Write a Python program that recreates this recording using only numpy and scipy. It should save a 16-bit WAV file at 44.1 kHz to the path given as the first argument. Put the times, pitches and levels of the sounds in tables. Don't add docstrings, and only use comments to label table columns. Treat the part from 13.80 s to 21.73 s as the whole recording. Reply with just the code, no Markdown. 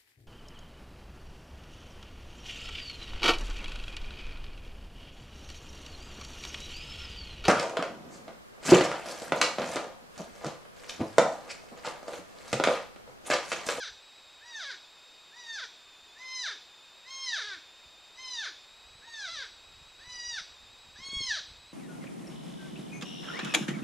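import sys
import numpy as np
from scipy import signal
from scipy.fft import rfft, irfft
from scipy.io import wavfile
from scipy.ndimage import uniform_filter1d

SR = 44100
rng = np.random.default_rng(int(sys.argv[2]) if len(sys.argv) > 2 else 0)


def output_pcm(signal):
    pcm = np.clip(np.atleast_2d(signal).T, -1, 1) * 32767
    wavfile.write(sys.argv[1], SR, np.round(pcm).astype(np.int16))


N = 349713


def gain(db):
    return 10 ** (np.asarray(db) / 20)


def unit_rms(x):
    return x / np.sqrt(np.mean(x ** 2) + 1e-20)


def read_spectrum(points, hz, column=1):
    table = np.transpose(points)
    return np.interp(np.log(hz + 1), np.log(table[0] + 1), table[column])


def wander(n, low_hz, high_hz, order=1):
    hz = np.fft.rfftfreq(n + SR, 1 / SR)
    slope = hz / (hz ** 2 + low_hz ** 2) ** 0.76
    spectrum = rfft(rng.standard_normal(n + SR)) * (hz < high_hz) * slope ** order
    return unit_rms(irfft(spectrum, n + SR)[:n])


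def add(mix, s, sound):
    part = mix[round(s * SR):][:len(sound)]
    part += sound[:len(part)]


# f/Hz, relative level/dB per Hz
HISS_SPECTRUM = [(20, -7.5), (150, -12.5), (400, -4.5), (1000, -1), (2000, -4.5), (3200, -3.5), (5000, -2),
                 (6200, -11.5), (8200, -18), (10500, -23), (11000, -32.5), (11600, -22.5), (13200, -28.5),
                 (15700, -29)]
HISS_DB = -57.5


def hiss():
    spectrum = rfft(rng.standard_normal(N))
    spectrum *= gain(read_spectrum(HISS_SPECTRUM, np.fft.rfftfreq(N, 1 / SR)))
    return gain(HISS_DB) * unit_rms(irfft(spectrum, N))


# t/s, f/Hz
WHINE_DRIFT = [(0.0, 3780), (0.3, 3800), (0.62, 3770), (0.9, 3810), (1.06, 3650), (1.2, 3730), (1.6, 3675),
               (1.97, 3704), (2.24, 3574), (2.66, 3760), (2.96, 3590), (3.33, 3800), (3.86, 3630),
               (4.0, 3700), (4.19, 3630), (4.37, 3820), (4.72, 3470), (5.0, 3844), (5.4, 3905),
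               (5.88, 3790), (6.34, 3894), (6.82, 3720), (7.22, 3850), (7.402, 3710), (7.93, 3920)]
# multiple of the pitch, rms level/dB
WHINE_OVERTONES = [(1, -59), (2, -68.5), (4, -87)]
SLOW_JITTER, FAST_JITTER = 0.0118, 0.015
WHINE_TOP_HZ = 14800


def whine():
    s, drift_hz = np.transpose(WHINE_DRIFT)
    jitter = SLOW_JITTER * wander(N, 4.92, 14) + FAST_JITTER * wander(N, 11.2, 300)
    hz = np.interp(np.arange(N) / SR, s, drift_hz) * (1 + jitter)
    turns = np.cumsum(hz) / SR
    tone = np.zeros(N)
    for k, db in WHINE_OVERTONES:
        partial = gain(db) * np.sqrt(2) * np.sin(2 * np.pi * k * turns)
        tone += partial / (1 + (k * hz / WHINE_TOP_HZ) ** 40)
    return tone * gain(0.4 * wander(N, 7.8, 220))


THROB_RATE_HZ, THROB_HZ, THROB_PEAK_DB = 19.986, 2515, -61


def throb():
    beat = 2 * np.pi * THROB_RATE_HZ * (np.arange(N) / SR - .0405)
    gate = np.clip(.7 + 2.2 * np.cos(beat), 0, 1)
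    hz = THROB_HZ + 22 * np.sin(beat) + 32 * wander(N, 12, 50)
    fluctuation = gain(.8 * wander(N, 3, 40))
    return gain(THROB_PEAK_DB) * fluctuation * gate * np.sin(2 * np.pi * np.cumsum(hz) / SR)


# t/s, rms level/dB, rise/s, fall/s
WIND_GUSTS = [(0.11, -63, .04, .04), (0.64, -79, .2, .04), (2.23, -79, .04, 0.13), (3.75, -76, .1, .05),
              (4.09, -73, 0.045, .1), (4.55, -74, .15, 0.039), (5.17, -63, .15, 0.05),
              (5.61, -64, 0.14, 0.17), (5.92, -60.5, 0.035, 0.21), (6.29, -65, .06, 0.54),
              (6.89, -65, .1, 0.056), (7.07, -60, 0.024, 0.047), (7.35, -55.5, 0.055, 0.18),
              (7.75, -58, 0.036, .1)]
# onset t/s, level/dB at the pulse centre, length scale/ms
WIND_PUFFS = [(7.06, -69, 0.97), (7.077, -62, 1.3), (7.189, -52, 2.3), (7.2, -49, 2.9), (7.216, -54, 3.4),
              (7.264, -54, 1.8), (7.287, -49, 1.9), (7.325, -53, 1.15), (7.332, -41, 1.8), (7.35, -49, 3.5),
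              (7.357, -52, 2.2), (7.406, -41, 1.5), (7.415, -43, 2.1), (7.521, -52, 1.8)]
CALM_DB = -89.5


def wind():
    t = np.arange(N) / SR
    level = gain(CALM_DB)
    for s, db, rise, fall in WIND_GUSTS:
        level = level + gain(db) * np.exp(-abs(t - s) / np.where(t < s, rise, fall))
    rumble = wander(N, 26.7, 400, order=3)
    lumps = gain(4.45 * wander(N, 12.0, 30))
    out = level * unit_rms(rumble * lumps)
    ms_from_centre = np.arange(-600, 600) / SR * 1000
    signs = rng.choice([-1, 1], len(WIND_PUFFS))
    for (s, db, ms), sign in zip(WIND_PUFFS, signs):
        v = ms_from_centre / ms
        pulse = (1 - 3 * v - 4 * v ** 2) * np.exp(-4 * v ** 2)
        add(out, s - 600 / SR + ms / 2000, sign * gain(db) * pulse)
    return out


def echoes(x, table):
    taps = np.zeros(SR // 2)
    at = np.arange(130, len(taps) - 22, 22)
    taps[at + rng.integers(0, 22, len(at))] = rng.choice([-1., 1.], len(at))
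    hz, t, z = signal.stft(taps, SR, nperseg=128)
    z = z * gain(-60 * t / read_spectrum(table, hz)[:, None])
    band_gain = gain(read_spectrum(table, hz, column=2))[:, None]
    tail = signal.istft(z * band_gain, SR, nperseg=128)[1]
    flat_tail = signal.istft(z, SR, nperseg=128)[1]
    return signal.fftconvolve(x, tail / np.linalg.norm(flat_tail))[:N]


# f/Hz, decay time for 60 dB/s, level against the direct sound/dB
TRUNK_ECHOES = [(1500, .07, -18), (2500, .08, -8), (3500, .09, -2), (6000, .08, -2)]
# f/Hz, decay time for 60 dB/s, level against the direct sound/dB
WOODS_ECHOES = [(506, 0.3, -4.5), (1730, 0.34, -10), (2710, 0.59, -8), (5300, 0.53, -4.5), (8100, 0.25, -2)]


def woods(x):
    return echoes(x, TRUNK_ECHOES) + echoes(x, WOODS_ECHOES)


def resonances(modes, hz, factor=1):
    power = 0
    for f, width, db in modes:
        power = power + gain(2 * db) / (1 + (2 * (hz - f * factor) / width) ** 2) ** 2.015
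    return power


# t/s, effort level/dB, f/Hz, mouth level against the nose/dB
CRY_CONTOURS = [
    [(0.0, -40, 874, 5), (0.032, -37, 753, -2), (0.06, -43.5, 584, 2.5), (0.092, -42.5, 393, -4),
     (0.108, -77, 320, 5)],
    [(0.605, -62, 763, -14), (0.625, -55, 880, -18), (0.657, -55.5, 960, -6), (0.697, -50, 970, -4),
     (0.781, -40.5, 869, -0.5), (0.853, -40.5, 561, 1), (0.885, -41, 554, -7), (0.903, -39, 514.6, -3.5),
     (0.925, -44.5, 448, -1), (0.945, -45, 368, -7), (0.969, -70, 310, 3)],
    [(1.515, -62, 782, -8), (1.543, -56, 920, -10), (1.585, -52, 990, -5), (1.667, -45.5, 926, -1.5),
     (1.747, -40.5, 891, 1.5), (1.783, -38, 775, -1.5), (1.819, -41.5, 535, -1), (1.839, -37.5, 484, -7.5),
     (1.867, -61, 375, 5)],
    [(2.35, -70, 820, -5), (2.37, -53, 880, -13), (2.39, -57, 982, -1), (2.418, -48.5, 1026, -13.5),
     (2.55, -40.5, 1034, 0), (2.622, -38.5, 985, 2), (2.658, -34.5, 795, 0), (2.702, -38.5, 468, -4.5),
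     (2.726, -40.5, 410, -2), (2.758, -68, 310, 2)],
    [(3.24, -64, 905, -11), (3.272, -52, 1022, -10), (3.308, -45, 1066, 2.5), (3.444, -39.5, 1063, 2),
     (3.52, -35, 932, -5.5), (3.54, -30.5, 876, -3.5), (3.568, -35.5, 750, 3), (3.604, -37, 490, -6),
     (3.632, -40, 410, -1), (3.676, -40.5, 424, -2.5), (3.74, -41, 369, -6), (3.784, -56.5, 295, -10)],
    [(4.345, -66, 913, 4), (4.372, -57, 993, 5), (4.384, -48.5, 1020, -9), (4.412, -48, 1045, -2),
     (4.524, -41, 1000, 9.5), (4.616, -36.5, 865, -1.5), (4.652, -38.5, 683, 2.5), (4.668, -37, 530, -8),
     (4.688, -43, 405, 0), (4.72, -58, 300, -5)],
    [(5.22, -55, 785, -7), (5.256, -55.5, 937, -9), (5.328, -47, 919, 0.5), (5.388, -41, 868, 1.5),
     (5.448, -39, 770, 0.5), (5.486, -42.5, 655, -2), (5.53, -43, 694.4, -1), (5.576, -41, 587, 1.5),
     (5.624, -39, 514, -2), (5.668, -51, 340, -6)],
    [(6.19, -60, 745, 1), (6.215, -54, 885, 0), (6.25, -57, 979, -7), (6.306, -47, 996, 2.5),
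     (6.406, -43.5, 961, 0.5), (6.478, -44, 968, 4), (6.514, -38, 954, 3.5), (6.566, -40.5, 868, 3.5),
     (6.586, -35, 741, -3), (6.602, -43.5, 620, 2)],
    [(7.155, -52, 788, -6), (7.183, -54.5, 970, 6), (7.215, -50.5, 1063, -9), (7.25, -40, 1088, 14.5),
     (7.379, -35, 1103, 8.5), (7.463, -37.5, 1042, 8.5), (7.495, -34, 971, 3), (7.515, -28, 871, -7.5),
     (7.551, -37, 765, 9.5), (7.579, -38.5, 609, 1.5), (7.603, -46, 440, 1)],
]
# chest hum level/dB at middle effort, hum flutter/dB,
# throat level against the mouth/dB, throat shift and mouth shift as factors
CRY_POSES = [(-61.5, 2.5, 0.5, 0.97, 1.1), (-58.5, 2, -1.5, 1.03, 1.07), (-60, 2, -2.5, 1.05, 1.056),
             (-58, 1, -1.5, 1.04, 1.057), (-56.5, -0.5, 1, 1.028, 1.044), (-57.5, 1, 1, 1.003, 1.034),
             (-61.5, 4.5, 0, 1.055, 1.09), (-63.5, 3, -3, 0.96, 1), (-58, 0.5, -2, 0.996, 1.01)]
# f/Hz, width 6 dB down/Hz, level/dB
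NOSE_MODES = [(1140, 400, -41), (1608, 418, 7.5), (2220, 340, -3.5)]
THROAT_MODES = [(3614, 806, 0.5), (4235, 270, -6.5)]
MOUTH_MODES = [(4700, 910, -4.5), (5504, 1150, -5), (9070, 1800, -29.5)]
# f/Hz, level/dB
CHEST_WALL = [(300, -3), (450, -7), (650, 0), (850, -3.5), (1050, 2)]
SLACK_THROAT_DB, SLACK_OPENING = 2, 1.003
HUM_FOLLOW, MID_EFFORT_DB = 0.2, -43
HUM_RISE_S = 0.048


def cry(rows, pose):
    s, *columns = np.transpose(rows)
    t = np.arange(s[0], s[-1] + .005, 1 / SR)
    effort_db, hz, mouth_db = (
        uniform_filter1d(np.interp(t, s, c), size=400, mode="nearest") for c in columns)
    slack = np.clip((930 - hz) / 300, 0, 1)
    held_hum_db, flutter_db, held_throat_db, *held_shifts = pose
    hum_db = held_hum_db + HUM_FOLLOW * (effort_db - MID_EFFORT_DB) + read_spectrum(CHEST_WALL, hz)
    throat_db = mouth_db + held_throat_db + slack * (SLACK_THROAT_DB - held_throat_db)
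    throat_shift, mouth_shift = (held + slack * (SLACK_OPENING - held) for held in held_shifts)

    jitter = (.0015 + .005 * slack) * wander(len(t), 40, 400)
    turns = np.cumsum(hz * (1 + jitter)) / SR
    k = np.arange(2, 34)[:, None]
    partial_hz = k * hz
    power = resonances(NOSE_MODES, partial_hz)
    power += gain(2 * throat_db) * resonances(THROAT_MODES, partial_hz, throat_shift)
    power += gain(2 * mouth_db) * resonances(MOUTH_MODES, partial_hz, mouth_shift)
    power /= 1 + (partial_hz / 9800) ** 16
    height = np.sqrt(2 * power / power.sum(axis=0))

    group = k[:, 0] % 5
    swells = np.array([wander(len(t), 8, 45) for _ in range(5)])[group]
    depth_db = .5 + 2.0 * np.clip(partial_hz / 4000, 0, 1) ** 2
    hoarse = np.array([wander(len(t), 90, 400) for _ in range(5)])[group]
    leak = .38 * slack * np.clip((partial_hz - 1800) / 1700, 0, 1)
    breathy = np.sqrt(1 - leak ** 2) + leak * hoarse
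    waves = np.cos(2 * np.pi * k * turns - .3 * k ** 2)
    voice = (height * gain(depth_db * swells) * breathy * waves).sum(axis=0)

    hum = gain(hum_db + flutter_db * swells[0]) * np.sqrt(2) * np.cos(2 * np.pi * turns)
    under_way = s[0] == 0
    hum *= np.clip((t - s[0]) / HUM_RISE_S + under_way, 0, 1) ** 2
    rise = (t - s[0]) / 0.0045 + under_way
    fall = (t[-1] - t) / 0.0062
    return s[0], (gain(effort_db) * voice + hum) * np.clip(np.minimum(rise, fall), 0, 1)


def scene():
    animal = np.zeros(N)
    for rows, pose in zip(CRY_CONTOURS, CRY_POSES):
        add(animal, *cry(rows, pose))
    background = hiss() + whine() + throb() + wind()
    mono = gain(-1.15) * (animal + woods(animal)) + background
    return np.array([mono, mono])


NOTCH_HZ, NOTCH_WIDTH_HZ, EDGE_HZ = 5482, 330, 15730


def record(dry):
    notched = signal.lfilter(*signal.iirnotch(NOTCH_HZ, NOTCH_HZ / NOTCH_WIDTH_HZ, SR), dry)
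    low_pass = signal.firwin(2047, EDGE_HZ, window=("kaiser", 9), fs=SR)
    return signal.oaconvolve(notched, low_pass[None], "same")


dry = scene()
out = record(dry)
output_pcm(out)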